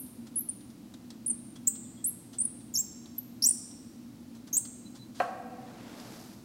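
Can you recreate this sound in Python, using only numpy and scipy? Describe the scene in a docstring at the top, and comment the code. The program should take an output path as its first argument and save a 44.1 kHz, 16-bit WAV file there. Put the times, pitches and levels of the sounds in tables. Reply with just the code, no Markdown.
"""High, gliding squeaks come in short bursts: a tight motorcycle exhaust bolt is being loosened by hand.
At each turn the dry thread sticks and slips, and the tool ticks as it is set for the next turn.
A hollow knock ends the work, and a sleeve rustles as the arm is drawn back.
The squeaks, ticks and knock echo in a large garage, where the ventilation hums throughout."""
import sys
import numpy as np
from scipy import signal
from scipy.fft import rfft, irfft, next_fast_len
from scipy.io import wavfile
from scipy.ndimage import uniform_filter1d

SR = 44100
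rng = np.random.default_rng(int(sys.argv[2]) if len(sys.argv) > 2 else 0)


def master(y):
    """Save y as 16-bit WAV."""
    cut = np.clip(np.atleast_2d(y).T, -1, 1)
    pcm = np.round(cut * 32767)  # scale
    wavfile.write(sys.argv[1], SR, pcm.astype(np.int16))


N = 284004
LEAD = SR // 10   # extra samples before time zero, so the scene can open in mid-squeak
TIME = np.arange(-LEAD, N) / SR


# Slips of the thread, a few to each turn: t/s, length/s, starting f/Hz, final f/Hz, relative level/dB
SLIPS = [(-.055, 0.053, 8450, 12600, -28.5), (0.357, 0.039, 9650, 11750, -28),
         (0.405, 0.0067, 11900, 12050, -32), (0.487, .012, 9350, 9330, -27.5),
         (1.261, .011, 8320, 9900, -27), (1.277, 0.014, 10350, 10000, -27.5),
         (1.296, 0.018, 8760, 9100, -24.5), (1.67, 0.016, 6830, 8500, -19), (2.041, .035, 7670, 11740, -27),
         (2.076, 0.021, 11600, 11000, -30.5), (2.384, 0.0118, 7770, 8710, -28),
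         (2.4, 0.0092, 8500, 8740, -23.5), (2.411, 0.013, 9050, 9400, -24),
         (2.429, 0.02, 9330, 10400, -37.5), (2.45, 0.0067, 9630, 9630, -22), (2.738, .014, 6940, 6540, -33),
         (2.751, 0.015, 5660, 5340, -25.5), (2.77, 0.0127, 6220, 6500, -25),
         (2.785, 0.024, 7330, 7560, -26), (3.180, 0.0098, 11470, 12040, -28.5),
         (3.421, 0.0078, 4630, 4700, -24), (3.426, .011, 5500, 5370, -27), (3.437, 0.017, 5370, 6020, -20),
         (3.457, 0.021, 6830, 9000, -19), (3.486, 0.0083, 7730, 9550, -17.5),
         (3.506, .007, 9100, 9500, -19), (4.528, 0.034, 6150, 6950, -28), (4.565, 0.0086, 7170, 7570, -20),
         (4.574, 0.0094, 8020, 9200, -20)]
def thread_slips(attack_s=0.0038, release_s=0.0023, fade_db=2, overshoot=.16, settle_s=0.0015):
    """Pitch and level of the squeak: a slip from rest starts too high, settles, glides and lets go."""
    lag_s = 0.0022   # time the pitch takes to change from one slip to the next
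    hz, level = np.zeros(len(TIME)) + SLIPS[0][2], np.zeros(len(TIME))
    for s, length, start_hz, end_hz, db in SLIPS:
        near = (TIME >= s - lag_s / 2) & (TIME < s + length + 20 * release_s)
        age = np.maximum(TIME[near] - s, 0)
        progress = np.minimum(age / length, 1)
        glide = start_hz + (end_hz - start_hz) * progress ** 1.25   # starts slowly, gathers speed
        at_rest = 1 - min(level[near][0] / from_db(db - fade_db), 1)   # a moving thread does not catch
        hz[near] = glide * (1 + at_rest * overshoot * np.exp(-age / settle_s))
        envelope = np.minimum(age / attack_s, 1) * np.exp(-np.maximum(age - length, 0) / release_s)
        level[near] = np.maximum(level[near], from_db(db - fade_db * progress) * envelope)
    return uniform_filter1d(hz, 1 + int(lag_s * SR)), level


def bolt_squeak(wobble=.010, flutter_hz=600, rasp=1.9, grit_db=-19, dull_above_hz=15400):
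    """The dry thread sticks and slips so fast that it sings, with a wavering, gritty tone."""
    hz, level = thread_slips()
    # a slow slip sings steadily, a fast one wavers; the harder it is forced, the more it rasps
    speed = np.minimum(hz / 9000, 1)
    wavering_hz = hz * (1 + wobble * speed ** .5 * wander(700))
    phase = 2 * np.pi * np.cumsum(wavering_hz) / SR
    flutter = from_db(4.0 * wander(flutter_hz))
    flutter *= 7.5 + rasp * speed ** 2 * level * wander(4300)

    def harmonic(order):
        """A tone at a multiple of the pitch, mixed with its quick echoes, then evened out in level."""
        tone = (level > 0) * flutter * np.exp(1j * order * phase)
        tone = bike_echoes(tone, echo_db=-16.5, spread_s=.005)
        power = uniform_filter1d(abs(tone) ** 2, int(.0035 * SR))
        audible = np.clip((.42 * SR - order * hz) / 1000, 0, 1)   # silent when too high to hear
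        treble_loss = np.sqrt(1 + (order * hz / dull_above_hz) ** 16)
        return audible / treble_loss * np.sqrt(2) * tone.real / np.sqrt(power + 1e-9)

    # the lopsided slip adds overtones, and the dry thread grates
    overtones = from_db(-9) * harmonic(2) + from_db(-15) * harmonic(3)
    grating = shaped_noise([(200, -25), (1500, 13), (3000, 20), (6000, 2), (11000, -14), (16000, -39)])
    grit = from_db(grit_db) * level * grating
    return from_db(-0.17) * level * (harmonic(1) + overtones + grit)


def tool_ring(hz, level, ring_hz=8249, width_hz=330, gain_db=-2.5, ring_s=0.92):
    """The steel tool stores energy whenever the squeak glides past its own note, and rings on."""
    energy_in = level ** 2 * np.exp(-((hz - ring_hz) / width_hz) ** 2) / SR
    kept_per_sample = from_db(-60 / (ring_s * SR)) ** 2
    stored = signal.lfilter([1], [1, -kept_per_sample], energy_in + 1e-20)
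    return from_db(gain_db) * np.sqrt(2 * stored) * np.sin(2 * np.pi * ring_hz * TIME)


# The tool shifting on the bolt head: t/s, relative level/dB, fade time/s
SCUFFS = [(0.264, -51, 0.012), (1.554, -51.5, 0.013), (1.749, -53, 0.015), (2.328, -51, 0.022),
          (4.345, -59.5, .022), (4.469, -52, 0.016), (4.947, -53, 0.023), (5.144, -55.5, 0.12)]
# Light metal ticks: t/s, relative level/dB, ping f/Hz
TICKS = [(0.0633, -53, 3430), (0.6083, -49.5, 3570), (.702, -49, 4120), (0.939, -41.5, 3780),
         (1.104, -38, 4260), (2.607, -49.5, 3640), (3.058, -45, 3780), (3.711, -50, 3500),
         (4.566, -36, 5300), (4.652, -39, 4600), (5.999, -41, 5000)]
# Faint peeps as the tool swings back: t/s, f/Hz, level/dB, length/s
PEEPS = [(1.569, 3300, -57, 0.012), (1.86, 3534, -67, .03), (1.993, 3310, -60, 0.024),
         (4.87, 3986, -60, 0.028), (5.023, 4000, -60.5, 0.048)]
# Tone colour of the tool touching the bolt: f/Hz, relative level/dB
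CONTACT_COLOUR = [(100, -39), (500, -6.5), (1500, -8.5), (2500, -17.5), (3300, -7), (5200, -7.5),
                  (8000, -11.5), (12000, -20), (16000, -38)]
def tool_handling(snap_s=0.0094, snap_db=-9, ping_s=0.0056, ping_db=-11):
    """Metal touches metal as the tool is set between turns: it scuffs, ticks and peeps."""
    contact, tones = 0, 0
    for s, db, length in SCUFFS:   # a scuff bites quickly and slides to rest
        bite = np.clip((TIME - s) / .008, 0, 1)
        contact += from_db(db) * bite * swell(s, 2 * length)
    for s, db, hz in TICKS:   # a tick is a snap and a short ping
        struck, age = from_db(db) * (TIME >= s), abs(TIME - s)
        contact += struck * from_db(snap_db) * np.exp(-age / snap_s)
        tones += struck * from_db(ping_db) * np.exp(-age / ping_s) * pitched_noise(hz, width_hz=450)
    for s, hz, db, length in PEEPS:
        tones += from_db(db) * swell(s, length) * pitched_noise(hz, width_hz=55)
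    return contact * shaped_noise(CONTACT_COLOUR) + tones


# A light touch, then the full blow: t/s, relative level/dB, contact time/s (longer sounds duller)
BLOWS = [(5.2005, -15.5, 0.000085), (5.2037, -0.5, 0.0007)]
# Notes the knocked part rings with: f/Hz, relative level/dB, time to fade by 60 dB/s
KNOCK_NOTES = [(490.8, -30.5, 0.68), (570, -34, 0.088), (700, -27.5, 0.17), (744, -7, 0.047),
               (787, -18, 0.066), (1013, -32.5, 0.086), (1110, -18.5, 0.12), (1345, -21, 0.046),
               (1467, -23, 0.039), (1610, -16.5, 0.037), (1950, -20, 0.018), (2230, -28, 0.038),
               (2436, -18, 0.048), (2700, -20, 0.033), (2970, -22.5, 0.029), (4220, -23.5, 0.027)]
# Tone colour of the two faces grinding as they meet: f/Hz, relative level/dB
CRUNCH_COLOUR = [(300, -42), (500, 7), (900, 0.5), (1600, -2), (2800, -10.5), (3500, -20), (16000, -38)]
def hollow_knock(low_cut_hz=400, crunch_db=-25, crunch_s=0.0061):
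    """A blow sets a part ringing, with a brief crunch; the knock carries no bass."""
    force = 0
    for s, db, contact_s in BLOWS:
        push = swell(s, contact_s / 2)
        force += from_db(db) * push / push.sum()
    body = sum((-1) ** k * from_db(db) * ringing_note(force, hz, ring_s)
               for k, (hz, db, ring_s) in enumerate(KNOCK_NOTES))
    progress = np.maximum(TIME - BLOWS[0][0], 0) / crunch_s
    envelope = np.tanh(2 * progress) * np.exp(-np.minimum(progress, 20))
    crunch = from_db(crunch_db) * envelope * shaped_noise(CRUNCH_COLOUR)
    return signal.sosfilt(signal.butter(2, low_cut_hz, "high", fs=SR, output="sos"), body + crunch)


# Strokes of the sleeve as the arm is drawn back: t/s, length/s, rub level/dB, hiss level/dB
STROKES = [(5.214, 0.034, -61, -55.5), (5.87, 0.42, -53, -70.5), (6.162, 0.33, -56.5, -57)]
# Tone colours of the cloth's rub and hiss: f/Hz, relative level/dB
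RUB_COLOUR = [(50, -2), (300, 7.5), (600, 7.5), (1200, 1.5), (2300, -4), (4000, -6.5), (8000, -15.5),
              (16000, -45)]
HISS_COLOUR = [(200, -40), (1500, -40), (3400, -3), (4700, 4), (7000, 0), (9500, -3.5), (13500, -3),
               (16000, -22)]
def sleeve_rustle(grain_db=1.5):
    """Cloth slides in smooth strokes: a dull rub and a finer hiss, both uneven."""
    rub = sum(from_db(db) * swell(s, length) for s, length, db, _ in STROKES)
    hiss = sum(from_db(db) * swell(s, length) for s, length, _, db in STROKES)
    cloth = rub * shaped_noise(RUB_COLOUR) + hiss * shaped_noise(HISS_COLOUR)
    return cloth * from_db(grain_db * wander(143))


# Notes the air ducts hum: f/Hz, width/Hz, level/dB
DUCT_NOTES = [(121.5, 10.4, -61), (212, 48, -58), (237.9, 15.3, -51.5), (282, 23, -63)]
# Tone colour of the moving air: f/Hz, relative level/dB
AIR_COLOUR = [(15, -74), (25, -36), (80, -13), (145, -13.5), (236, -4.5), (335, -7.5), (373, -19.5),
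              (754, -25.5), (1440, -32), (1560, -34), (3620, -35.5), (3920, -33.5), (4250, -34),
              (9320, -38), (16000, -41)]
def ventilation(rush_db=-52):
    """The ducts hum at a few low notes over a soft rush of air."""
    hum = sum(from_db(db) * pitched_noise(hz, width) for hz, width, db in DUCT_NOTES)
    return hum + from_db(rush_db) * shaped_noise(AIR_COLOUR)


def bike_echoes(sound, echo_db, spread_s, count=14):
    """The sound plus its quick echoes off the engine, pipes and radiator; later ones are weaker."""
    out = sound.copy()
    for delay, sign in zip(rng.uniform(.08, 1, count), rng.choice([-1, 1], count)):
        out += sign * from_db(echo_db) * (1.2 - delay) * np.roll(sound, int(delay * spread_s * SR))
    return out


# How sound lingers in the garage: f/Hz, time to fade by 60 dB/s, relative level/dB
GARAGE_TAIL = [(300, 2.4, -2), (755, 1.4, 3), (2500, 1.5, -1.5), (5500, 0.95, -4), (6360, 1.35, -1),
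               (8130, 0.71, 0), (10900, 0.57, -2.5), (14920, 0.41, 1.5)]
def garage_echo(sound, early_db, tail_db, early_s=0.025):
    """Echoes off the floor and the bike, then a long blurred tail whose treble dies first."""
    t = np.arange(SR * 3 // 2) / SR
    hz = np.arange(len(t) // 2 + 1) * SR / len(t)
    white = rfft(rng.standard_normal(len(t)))
    centres, tail = np.geomspace(200, 16000, num=14), 0
    for centre, share in zip(centres, np.eye(len(centres))):
        band = irfft(white * np.interp(hz, centres, share), len(t))
        fade = from_db(-60 * t / look_up(GARAGE_TAIL, centre))
        tail += band * from_db(look_up(GARAGE_TAIL, centre, column=2)) * fade
    early = rng.standard_normal(len(t)) * np.exp(-t / early_s)
    arrival = np.clip(t / 0.0027 - 1, 0, 1)   # the first echo takes a moment to come back
    response = (from_db(early_db) * early + from_db(tail_db) * tail) * arrival
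    return signal.fftconvolve(sound, response)[:len(sound)]


def from_db(db):
    """Turn decibels into a number to multiply by."""
    return 10 ** (np.asarray(db) / 20)


def look_up(table, hz, column=1):
    """Read a table at any frequency, blending between its rows on a pitch scale."""
    rows = np.array(table)
    return np.interp(np.log(hz + 1e-9), np.log(rows[:, 0]), rows[:, column])


def noise(gain_at):
    """Noise of average power 1; gain_at says how strong each frequency is."""
    size = next_fast_len(len(TIME))
    hz = np.arange(size // 2 + 1) * SR / size
    shaped = irfft(rfft(rng.standard_normal(size)) * gain_at(hz))[:len(TIME)]
    return shaped / np.sqrt(np.mean(shaped ** 2) + 1e-20)


def shaped_noise(colour):
    """Noise with a tone colour given as rows of f/Hz, relative level/dB."""
    return noise(lambda hz: from_db(look_up(colour, hz)))


def pitched_noise(hz, width_hz):
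    """Noise gathered around one frequency, so it sounds like a rough note."""
    return noise(lambda f: 1 / (1 + ((f - hz) / width_hz) ** 2))


def wander(rate_hz):
    """A random wobble of typical size 1, up to about the given rate."""
    return noise(lambda hz: 1 / (1 + (hz / rate_hz) ** 4))


def ringing_note(force, hz, ring_s):
    """One note of a struck object: each push starts a pure tone that fades by 60 dB in ring_s."""
    decay, step = from_db(-60 / (ring_s * SR)), 2 * np.pi * hz / SR
    return signal.lfilter([0, np.sin(step)], [1, -2 * decay * np.cos(step), decay ** 2], force + 1e-18)


def swell(s, length):
    """A smooth rise and fall around time s."""
    return np.exp(-np.minimum(2 * ((TIME - s) / length) ** 2, 100))


def scene():
    """All sources in one channel: squeaks, ticks and knock echo, with the tool's thin ring on top."""
    metal, knock = bolt_squeak() + tool_handling(), hollow_knock()
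    metal += garage_echo(metal, early_db=-38, tail_db=-47)
    knock += garage_echo(knock, early_db=-30, tail_db=-43)
    mix = metal + tool_ring(*thread_slips()) + knock + sleeve_rustle() + ventilation()
    return mix[None, LEAD:]


def record(dry, cutoff_hz=15850):
    """The very highest treble is cut off steeply."""
    return signal.sosfilt(signal.ellip(12, .1, 90, cutoff_hz, fs=SR, output="sos"), dry)


dry = scene()
out = record(dry)
master(out)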